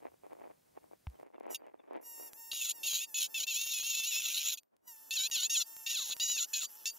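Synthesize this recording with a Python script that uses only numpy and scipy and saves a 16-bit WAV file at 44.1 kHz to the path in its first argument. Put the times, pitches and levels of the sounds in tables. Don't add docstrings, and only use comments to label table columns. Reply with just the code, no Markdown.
import sys
import numpy as np
from scipy import signal
from scipy.fft import rfft, irfft, next_fast_len
from scipy.io import wavfile
from scipy.ndimage import uniform_filter1d

SR = 44100
rng = np.random.default_rng(int(sys.argv[2]) if len(sys.argv) > 2 else 0)


def elevation(decibels):
    levels = np.asarray(decibels, float)
    return 10 ** (levels / 20)


def unload_audio(sound):
    columns = np.transpose(np.atleast_2d(sound))
    steps = np.round(np.clip(columns, -1, 1) * 32767)
    wavfile.write(sys.argv[1], SR, steps.astype(np.int16))


N = 307818

# [t/s, breeze level/dB, hiss level/dB]
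AIR = [
    (0, -74.5, -76),
    (1.23, -76, -75),
    (1.24, -77.5, -86),
    (2.4, -72, -89.5),
    (2.55, -65, -89),
    (4.55, -65.5, -92),
    (4.6, -82, -99),
    (4.82, -81.5, -95),
    (4.9, -69, -90),
    (6.98, -68, -89),
]
# [t/s, peak level/dB, 20 dB rise/s, 20 dB fall/s]
GUSTS = [(.065, -39, .058, .03), (.145, -54, .05, .028), (.245, -50, .025, .07), (.314, -44.5, .022, .07),
         (.449, -47, .2, .09), (.514, -49, .07, .015), (.778, -46, .042, .014), (.848, -55, .06, .017),
         (.93, -51.5, .025, .028), (1.152, -54.5, .06, .026), (1.2, -49, .025, .15),
         (1.272, -49.5, .03, .02), (1.347, -48.5, .05, .06), (1.507, -38.5, .165, .06),
         (1.681, -50, .3, .08), (1.74, -47, .01, .028), (1.801, -55, .04, .032), (1.84, -57, .01, .2),
         (1.956, -38, .083, .06), (2.03, -54, .1, .3), (2.21, -47, .135, .2), (2.854, -52.5, .18, .1)]
# [t/s, peak level/dB, brightness/dB]
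POPS = [(0.025, -51, -16), (0.052, -41, -15), (0.117, -61, -18), (0.139, -57, -16), (0.234, -52, -9),
        (0.244, -52, -14), (0.264, -49, -12), (0.305, -55, -14), (0.318, -47, -18), (0.33, -46, -12),
        (0.351, -56, -17), (0.366, -56, -15), (0.388, -54, -15), (0.397, -56, -11), (0.414, -47, -15),
        (0.439, -52, -17), (0.452, -49, -12), (0.46, -50, -11), (0.471, -49, -23), (0.49, -59, -5),
        (0.501, -50, -13), (0.773, -43, -17), (0.84, -56, -23), (0.911, -52, -12), (0.932, -50, -21),
        (1.152, -59, -7), (1.188, -58, -11), (1.196, -51, -11), (1.229, -45, -20), (1.261, -56, -18),
        (1.301, -59, -21), (1.343, -48, -22), (1.351, -53, -16), (1.38, -54, -20), (1.38, -47, -16),
        (1.407, -45, -12), (1.465, -40, -18), (1.481, -45, -12), (1.503, -45, -9), (1.514, -45, -10),
        (1.526, -44, -11), (1.619, -50, -26), (1.64, -53, -19), (1.669, -69, -3), (1.669, -53, -19),
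        (1.741, -47, -17), (1.795, -56, -29), (1.839, -57, -23), (1.883, -56, -8), (1.908, -40, -13),
        (1.921, -43, -13), (1.931, -46, -13), (1.955, -41, -12), (1.972, -46, -8), (2.0, -52, -17),
        (2.197, -49, -9), (2.209, -49, -10)]
# [t/s, f/Hz, level/dB]
CHIRPS = [
    (1.14, 3250, -72),
    (1.335, 3700, -75),
    (1.35, 2800, -71),
    (1.63, 3050, -77),
    (1.665, 2650, -73),
    (1.785, 3650, -74),
    (1.79, 2750, -77),
]
# [f/Hz, left leads right/rad]
PORT_PHASE = [(950, -3.8), (1700, -6.2), (4910, -6.4), (6720, -7.1), (8270, -9.2), (9650, -9.8),
              (10600, -11.4), (16100, -13.8)]
# [f/Hz, left over right/dB]
PORT_BALANCE = [(2500, 0), (5000, 1.6), (9000, -1.8), (12000, 0)]
# [on t/s, off t/s]
RUNS = [
    (1.495, 1.545),
    (2.015, 4.555),
    (4.82, 6.98),
]
# [t/s, knock rate/Hz]
FREE_SPEED = [(1.503, 991), (1.547, 928), (2.042, 949), (2.505, 912), (2.56, 948), (3.1, 920), (3.32, 897),
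              (3.68, 915), (4.0, 920), (4.095, 975), (4.17, 897), (4.2, 890), (4.3, 820), (4.55, 820),
              (4.875, 985), (4.947, 884), (5.32, 951), (5.49, 900), (5.52, 955), (5.657, 907), (5.849, 890),
              (5.913, 950), (6.32, 982), (6.48, 890), (6.9, 915)]
# [slowest t/s, sag/Hz, slowing/s, recovery/s]
PRESSES = [(2.01, 110, .03, .035), (2.185, 22, .12, .025), (2.323, 112, .06, .06), (2.61, 30, .05, .04),
           (2.685, 298, .085, .06), (2.812, 47, .05, .05), (2.935, 161, .085, .11), (3.125, 60, .06, .09),
           (3.251, 155, .09, .055), (3.41, 180, .048, .06), (3.535, 130, .035, .06), (3.75, 55, .04, .05),
           (3.805, 100, .045, .05), (3.949, 58, .04, .035), (4.045, 60, .1, .04), (4.143, 95, .04, .035),
           (4.235, 150, .04, .045), (4.28, 180, .045, .03), (4.35, 105, .032, .055),
           (4.455, 160, .035, .06), (4.55, 130, .04, .03), (5.103, 43, .08, .035), (5.19, 160, .045, .06),
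           (5.245, 140, .06, .05), (5.402, 205, .08, .085), (5.575, 25, .035, .035), (5.625, 250, .11, .03),
           (6.05, 460, .14, .1), (6.095, 250, .045, .05), (6.188, 59, .03, .04), (6.26, 30, .03, .035),
           (6.355, 45, .04, .04), (6.415, 245, .06, .09), (6.56, 62, .06, .08), (6.655, 320, .08, .04),
           (6.735, 76, .04, .07), (6.831, 57, .04, .06)]
# [t/s, roughness 0-1]
WOBBLE = [(1.5, .3), (2.0, .3), (2.04, .012), (2.27, .012), (2.32, .1), (2.38, .015), (4.8, .02),
          (4.94, .035), (4.96, .25), (5.3, .3), (5.67, .12), (5.84, .1), (6.47, .5), (6.68, .65),
          (6.8, .35), (6.95, .65)]
# [t/s, level/dB]
WHINE = [(1.495, -77), (1.509, -50.5), (1.545, -51), (1.99, -80), (2.066, -54), (2.28, -53), (2.308, -66.5),
         (2.4, -54), (2.8, -54), (3.1, -57), (3.33, -55), (4.82, -95), (4.868, -68), (4.878, -52),
         (4.976, -59), (5.1, -59), (5.78, -52), (6.975, -57)]
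# [f/Hz, width/Hz, level/dB]
CASE = [(960, 316, -1.5), (1870, 740, -13), (2900, 400, -7.5), (5640, 520, -1.5), (7430, 640, 1.5),
        (9100, 1300, -1.5), (11800, 1800, 2), (14800, 1600, -0.5)]
# [t/s, drop/dB]
UNEVEN = [(1.4, 1), (2.5, 2.5), (2.52, 5), (3.3, 6), (3.36, 3), (3.55, 4), (3.6, 8), (4.2, 10), (4.6, 8),
          (4.8, 2.5), (5.33, 2.5), (5.37, 6), (5.45, 5), (5.5, 2.5), (5.6, 3), (5.66, 7), (5.93, 5),
          (5.96, 2), (6.2, 3), (6.36, 2.5), (6.4, 6)]
# [land t/s, lift t/s, level/dB, swell over stroke/dB, upper modes re level/dB]
STROKES = [(1.543, 1.558, -40, -6, 4), (2.512, 2.715, -42.5, .6, 2.5), (2.829, 3.045, -40, -2.1, 1.1),
           (3.14, 3.264, -39, -1.5, 1), (3.34, 3.44, -39.5, .6, -2.1), (3.465, 4.543, -40.3, 0.3, -1.4),
           (4.57, 4.584, -51, 0.1, 3), (5.105, 5.27, -39, 2.1, -1.5), (5.31, 5.466, -39, 1.5, .6),
           (5.493, 5.622, -39.5, 1.2, 4.5), (5.86, 6.131, -38.5, -2.6, -2.1),
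           (6.195, 6.445, -40.5, 1.1, .6), (6.529, 6.655, -38.5, -3, -.6), (6.853, 6.9, -38.5, -6, 5)]
HARD_LANDINGS = [
    1.543,
    2.512,
    3.14,
    4.57,
    4.579,
    5.105,
    5.31,
    6.195,
    6.853,
]
# [t/s, roughness 0-1]
ROUGH = [(1.5, .4), (2.5, .22), (2.66, .33), (2.83, .2), (2.92, .33), (3.05, .25), (3.15, .25), (3.26, .33),
         (3.36, .13), (3.6, .16), (4.2, .18), (4.3, .24), (4.56, .33), (5.12, .28), (5.18, .07),
         (5.31, .14), (5.37, .08), (5.47, .14), (5.55, .07), (5.62, .2), (5.9, .35), (5.96, .06),
         (6.035, .12), (6.06, .45), (6.14, .4), (6.2, .15), (6.24, .06), (6.35, .05), (6.42, .12),
         (6.53, .12), (6.58, .45), (6.66, .4), (6.85, .2)]
# [t/s, hold/s, level/dB]
BITES = [(2.514, .01, 4), (3.466, .005, -7), (3.478, .02, 4), (3.648, .01, -7), (4.22, .01, 3),
         (4.25, .008, 4), (4.34, .012, 5), (4.37, .006, 4), (4.51, .03, -3), (5.11, .01, 4),
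         (5.167, .045, 7), (5.232, .03, 6), (5.355, .045, 7), (5.42, .03, 6.5), (5.493, .002, -3),
         (5.55, .022, 9), (5.604, .02, 8), (5.955, .004, 9), (5.971, .004, 8), (5.99, .004, 8),
         (6.015, .02, 2), (6.06, .03, -3), (6.108, .02, 6), (5.862, .012, 4), (6.2, .03, 5),
         (6.285, .03, 3), (6.378, .02, 7.5), (6.532, .003, -6), (6.536, .014, 7), (6.615, .02, 3)]
# [t/s, middle mode level/dB]
MUTED = [(2.5, -5), (2.7, -6), (2.85, -5), (3.05, -4), (3.2, -3), (3.5, -2), (3.75, -6), (4.0, -3),
         (4.3, -5), (4.55, -4), (5.12, -2), (5.2, -10), (5.3, -4), (5.33, 2), (5.4, -8), (5.51, 3),
         (5.57, -7), (5.9, -2), (6.0, -9), (6.12, -7), (6.2, 4), (6.34, 3), (6.41, -9), (6.54, 2),
         (6.62, -8), (6.86, 0)]
# [f/Hz, width/Hz, level/dB]
LID_LOW = [(2638, 194, -0.5), (3180, 292, 1.5), (3518, 320, -0.5), (4036, 370, 2.5), (4870, 250, -8)]
# [f/Hz, width/Hz, level/dB]
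LID_UPPER = [(5280, 270, -6.5), (5970, 399, -5.5), (6441, 260, -4), (6920, 200, 3), (8400, 900, -12),
             (9180, 134, -1.5)]
# [f/Hz, width/Hz, level/dB]
LID_SIZZLE = [(11000, 1900, -1), (12800, 740, -0.5), (14800, 900, -3)]
# [f/Hz, width/Hz, level/dB]
LID_RINGS = [(4640, 28, -6), (9250, 14, -8), (13500, 11, -9.5)]
# [t/s, signed size/thousandths]
JOINTS = [(1.4, 5.5), (1.467, 4.5), (1.933, 4.5), (2.333, -49), (2.533, 83), (2.933, 94), (3.667, 47),
          (3.8, 48), (3.833, -54), (4.0, -61.5), (4.167, -74), (4.2, 45), (4.633, 5.5), (4.767, -3.0),
          (5.167, 51), (5.2, -64), (5.3, -42), (5.367, -75), (5.433, 108), (5.567, -51), (5.6, -69),
          (5.767, 46), (5.933, 53), (6.0, 58), (6.1, 62.8), (6.167, 68), (6.2, 58), (6.3, -101.8),
          (6.367, -66), (6.633, -76)]

TIME = np.arange(N) / SR
SLOW = TIME[::64]
SIDES = np.array([[1], [-1]])
LIFT_S, REGRIP_S = .016, 4.7
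WAVER = .004 * uniform_filter1d(np.repeat(rng.standard_normal(N // 1500 + 1), 1500), size=1500)[:N]
FLUTTER = uniform_filter1d(np.repeat(rng.standard_normal(N // 500 + 1), 500), size=500)[:N]
SLIPS = rng.standard_normal(N * 30 // SR + 1)


def unit(x):
    return x / np.sqrt(np.mean(x ** 2))


def fine(x):
    return np.interp(TIME, SLOW, x)


def curve(rows, column=1):
    columns = np.transpose(rows)
    return np.interp(TIME, columns[0], columns[column])


def gate(spans, rise_s, fall_s):
    ramps = [np.interp(TIME, [on - rise_s, on, off, off + fall_s], [0, 1, 1, 0]) for on, off in spans]
    return np.clip(sum(ramps), 0, 1)


def regrip(before, after):
    return np.where(TIME < REGRIP_S, before, after)


def walk(rate_hz):
    k = int(SR / rate_hz)
    return 1.16 * uniform_filter1d(np.repeat(rng.standard_normal(N // k + 1), k), k)[:N]


def band(x, lo_hz, hi_hz, order=2):
    sos = signal.butter(order, [lo_hz, min(hi_hz, .45 * SR)], "band", fs=SR, output="sos")
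    return signal.sosfilt(sos, x)


def damp(x, edges_hz, db):
    return x - (1 - elevation(db)) * band(x, *edges_hz, order=1)


def body(x, modes, wander_db=0., tilt_db=0.):
    held = rng.standard_normal((len(modes), N * 30 // SR + 1))[:, (SLOW * 30).astype(int)]
    held = uniform_filter1d(held, size=3)
    hz, width_hz, db = np.transpose(modes)
    octaves = np.log2(np.minimum(hz, 3800)[:, None] / 3100)
    share = elevation(wander_db * held + tilt_db * octaves)
    power = np.sum(elevation(2 * db) * np.pi * width_hz / SR)
    share = share / np.sqrt(np.mean(share ** 2, axis=0) * power)
    out = np.zeros(N)
    for k in range(len(modes)):
        mode = signal.lfilter(*signal.iirpeak(hz[k], hz[k] / width_hz[k], fs=SR), x)
        out += (-1) ** k * elevation(db[k]) * fine(share[k]) * mode
    return out


def hiss():
    mid, side = rng.standard_normal((2, N))
    rumble = elevation(-5) * unit(band(rng.standard_normal(N), 60, 260))
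    return elevation(curve(AIR, 2)) * (mid + rumble + .35 * side * SIDES)


def breeze():
    level = elevation(curve(AIR) + 3.3 * walk(25))
    air = rng.standard_normal((2, N))
    apart = level * unit(band(air[0], 200, 800))
    alike = elevation(-11) * level * unit(band(air[1], 200, 1200))
    return alike + apart * SIDES


def gusts():
    strength_db = np.minimum(3.7 * rng.exponential(size=N), 11)
    eddies = (rng.random(N) < 520 / SR) * elevation(strength_db) * rng.choice([-1, 1], (2, N))
    slopes = [db - 20 * np.maximum((s - SLOW) / rise_s, (SLOW - s) / fall_s) for s, db, rise_s, fall_s in GUSTS]
    calm_db = -72
    gust_db = fine(np.maximum(np.max(slopes, axis=0), calm_db))
    gust = elevation(gust_db - 5.2) * (TIME < 3.2)
    apart = unit(band(eddies[0], 250, 750, order=3))
    apart = apart + elevation(-17) * unit(band(eddies[0], 880, 1900, order=4))
    alike = unit(band(eddies[1], 300, 1014, order=3))
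    alike = alike + elevation(-4.5) * unit(band(eddies[1], 1014, 2400, order=3))
    return gust * (elevation(-11) * alike + apart * SIDES)


def pops():
    dull, bright = np.zeros((2, N))
    for s, db, bright_db in POPS:
        at = int(s * SR) + 60
        dull[at] = elevation(db + 29.5)
        bright[at] = elevation(db + bright_db + 11.5)
    apart = elevation(12) * band(dull * rng.choice([-1, 1], N), 305, 740, order=3)
    alike = band(dull, 297, 990, order=3) + elevation(5) * band(bright, 950, 2900, order=3)
    return alike + apart * SIDES


def birds():
    chirp_s, fall = .035, .08
    out = np.zeros(N)
    t = np.arange(int(chirp_s * SR)) / SR
    swell = np.sin(np.pi * t / chirp_s)
    for s, hz, db in CHIRPS:
        whistle = np.sin(2 * np.pi * hz * t * (1 - fall * t / chirp_s / 2))
        out[int(s * SR):][:len(t)] += elevation(db) * swell * whistle
    return out * 1.1 * walk(180)


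def thump():
    start_s, level_db, boom_hz, t60_s = 1.069, -33.5, 58, .1
    t = np.clip(TIME - start_s, 0, None)
    glide_s = .01 * (1 - np.exp(-t / .012)) - .003
    boom = np.sin(2 * np.pi * boom_hz * (t + glide_s)) * np.exp(-np.log(1000) * t / t60_s)
    boom = 1.93 * boom * (1 - np.exp(-t / .0045))
    crack = elevation(3.8) * np.exp(-t / .0014) * band(rng.standard_normal(N), 300, 2100)
    return elevation(level_db) * (boom + crack) * (t > 0)


def sag():
    lost_hz = np.zeros(len(SLOW))
    for s, hz, down_s, up_s in PRESSES:
        press = np.interp(SLOW, [s - down_s, s, s + up_s], [0, 1, 0])
        lost_hz += hz * np.sin(np.pi / 2 * press) ** 2
    return lost_hz


def speed():
    chatter, joint_step = .012, .003
    cutting = gate([(s[0] + .02, s[1]) for s in STROKES], .02, .01)
    flutter = chatter * FLUTTER * curve(ROUGH) / .2 * cutting
    step = joint_step * SLIPS[np.arange(N) * 30 // SR]
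    return (curve(FREE_SPEED) - fine(sag())) * (1 + WAVER + flutter + step)


def knocks(rough, late, scatter_db, uneven=1.):
    phase = np.cumsum(speed()) / SR
    count = np.arange(1, int(phase[-1]))
    chance = rng.standard_normal((2, len(count)))
    at = np.interp(count, phase, np.arange(N))
    near = at.astype(int)
    at = at + late * rough[near] * chance[0] * SR / 900
    weak_db = (uneven * curve(UNEVEN))[near] * (count % 2)
    size = elevation(scatter_db * rough[near] * chance[1] - weak_db)
    taps = np.floor(at)[:, None] + np.arange(-7, 9)
    offset = taps - at[:, None]
    pulse = size[:, None] * np.sinc(offset) * np.cos(np.pi * offset / 16) ** 2
    where = np.clip(taps, 0, N - 1).astype(int)
    return unit(np.bincount(where.ravel(), pulse.ravel(), N))


def hum():
    down = gate([s[:2] for s in STROKES], .005, .02)
    level = elevation(-77 - 6 * down + 3 * walk(30))
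    running = gate([(on + .045, off) for on, off in RUNS[1:]], .015, .01)
    return level * np.sin(2 * np.pi * np.cumsum(speed()) / SR) * running


def whine():
    rough = curve(WOBBLE)
    steady = knocks(rough, late=.011, scatter_db=4.5, uneven=regrip(.25, 1.))
    force = np.sqrt(1 - rough) * steady + np.sqrt(rough) * rng.standard_normal(N)
    case = unit(band(body(force, CASE, 1.5), 600, 15800))
    case = damp(case, (3200, 5000), regrip(-4.5, 0))
    duck_db = -12 * gate([(s[0] + .01, s[1] + LIFT_S) for s in STROKES], .008, .028)
    return case * elevation(curve(WHINE) + 3 + duck_db) * gate(RUNS, .007, .0054)


def strokes():
    land_s, lift_db_per_s, dull_db, dull_s = .003, 1900, -5, .04
    table = np.transpose(STROKES)
    current = np.clip(np.searchsorted(table[0], TIME + .002) - 1, 0, None)
    land, lift, db, swell_db, upper_db = table[:, current]
    swell = swell_db * np.clip((TIME - land) / (lift - land), 0, 1)
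    level_db = db + swell - lift_db_per_s * np.clip(TIME - lift, 0, LIFT_S)
    down = gate([(s[0] + land_s, s[1] + LIFT_S) for s in STROKES], .0012, .002)
    since_s = np.abs(TIME - land)
    return down * elevation(level_db), upper_db + dull_db * np.exp(-since_s / dull_s), since_s


def bites():
    rise_s, fall_s = .005, .014
    return sum(db * np.interp(SLOW, [s - rise_s, s, s + hold_s, s + hold_s + fall_s], [0, 1, 1, 0])
               for s, hold_s, db in BITES)


def lid():
    contact, upper_db, since_s = strokes()
    touch = contact * elevation(1.55 * walk(90) + .6 * walk(35))
    clean = 1 - .75 * np.exp(-since_s / .04)
    rough = np.clip(1.15 * curve(ROUGH) * clean + .022, 0, 1)
    scrape = unit(elevation(2.95 * walk(300)) * rng.standard_normal(N))
    blows = knocks(rough, late=.05, scatter_db=7)
    force = np.sqrt(1 - .99 * rough) * blows + np.sqrt(.55 * rough) * scrape
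    force[[int(s * SR) + 150 for s in HARD_LANDINGS]] += elevation(18)

    def ring(push, db, modes, wander_db, tilt_db=0.):
        return body(push * touch * elevation(db), modes, wander_db, tilt_db) / np.std(push)

    bite, press_hz = bites(), np.minimum(sag(), 250)
    bite_db, load = fine(bite), fine(press_hz) / 100
    tilt_db = -5.5 + .3 * np.maximum(bite, 0) + regrip(2.5, 8)[::64] * press_hz / 100
    low = band(ring(force, regrip(3.2, .6) + bite_db, LID_LOW, 2.2, tilt_db), 1846, 5200, order=3)
    bite_upper_db = np.minimum(bite_db, -.3 * bite_db)
    upper = ring(force + .18 * scrape, upper_db + 5.4 + bite_upper_db, LID_UPPER, 2.9)
    upper = band(upper, 5040, 9960, order=3)
    sizzle_db = regrip(-6, -9.1) + .4 * upper_db + 4.8
    sizzle = band(ring(force + .7 * scrape, sizzle_db, LID_SIZZLE, 2.3), 9600, 15800, order=3)

    turn = 2 * np.pi * np.cumsum(speed()) / SR
    note = elevation(-24) * np.sin(turn) + elevation(regrip(-21, -15)) * np.sin(2 * turn)
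    skirt = elevation(-12 + .3 * bite_db) * band(blows * touch, 1550, 2350) + touch * note
    click = unit(band(blows, 2400, 4400)) + unit(band(blows, 5300, 7500))
    click = click * elevation(-7 + np.minimum(bite_db, 0)) * touch

    tin = damp(low + upper + click, (2150, 2750), load * regrip(-2, -2.8))
    muted_db = curve(MUTED)
    tin = np.where(TIME < 3.1, damp(tin, (4800, 6400), muted_db), damp(tin, (4450, 5300), muted_db))

    last_db = 19.5 * (TIME > 6.862)
    rings = damp(ring(force, regrip(-17, -9) + last_db, LID_RINGS, 0.), (7500, 16500), -last_db)
    tip_damps = elevation(-9 * gate([s[:2] for s in STROKES], .001, .012))
    return tin + sizzle + skirt + rings * tip_damps


def ports(x):
    size = next_fast_len(N + 4096)
    hz = np.arange(size // 2 + 1) * SR / size
    turn = np.interp(hz, *np.transpose(PORT_PHASE))
    lean_db = np.interp(hz, *np.transpose(PORT_BALANCE))
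    spectrum = rfft(x, size)
    return np.array([irfft(spectrum * np.exp(1j * side * turn / 2) * elevation(side * lean_db / 2), size)[:N]
                     for side in (1, -1)])


def scene():
    pen = lid() + whine()
    echo = elevation(-25) * np.roll(pen, int(.0021 * SR))
    echo = echo + elevation(-17) * np.roll(band(pen, 7500, 15800), int(.011 * SR))
    background = hiss() + breeze() + gusts() + pops() + birds() + thump()
    return background + hum() + ports(pen) + echo * SIDES


def low_pass(x):
    return signal.sosfilt(signal.butter(12, 16500, fs=SR, output="sos"), x)


def record(dry):
    s, size = np.transpose(JOINTS)
    joint = SR // 30
    joints = np.arange(joint, N, joint) - 2
    ticks = np.zeros((2, N))
    ticks[:, joints] = .024 * np.tanh(70 * dry.mean(axis=0)[joints - 40])
    uneven = 1 + .3 * rng.standard_normal(len(s)) * SIDES
    ticks[:, np.round(s * 30).astype(int) * joint - 2] = size / 1000 * uneven
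    top = signal.ellip(10, .2, 40, 15700, fs=SR, output="sos")
    mix = signal.sosfiltfilt(top, .12 * np.tanh(dry / .12) + ticks)
    return low_pass(np.clip(mix, -.09, .09))


dry = scene()
out = record(dry)
unload_audio(out)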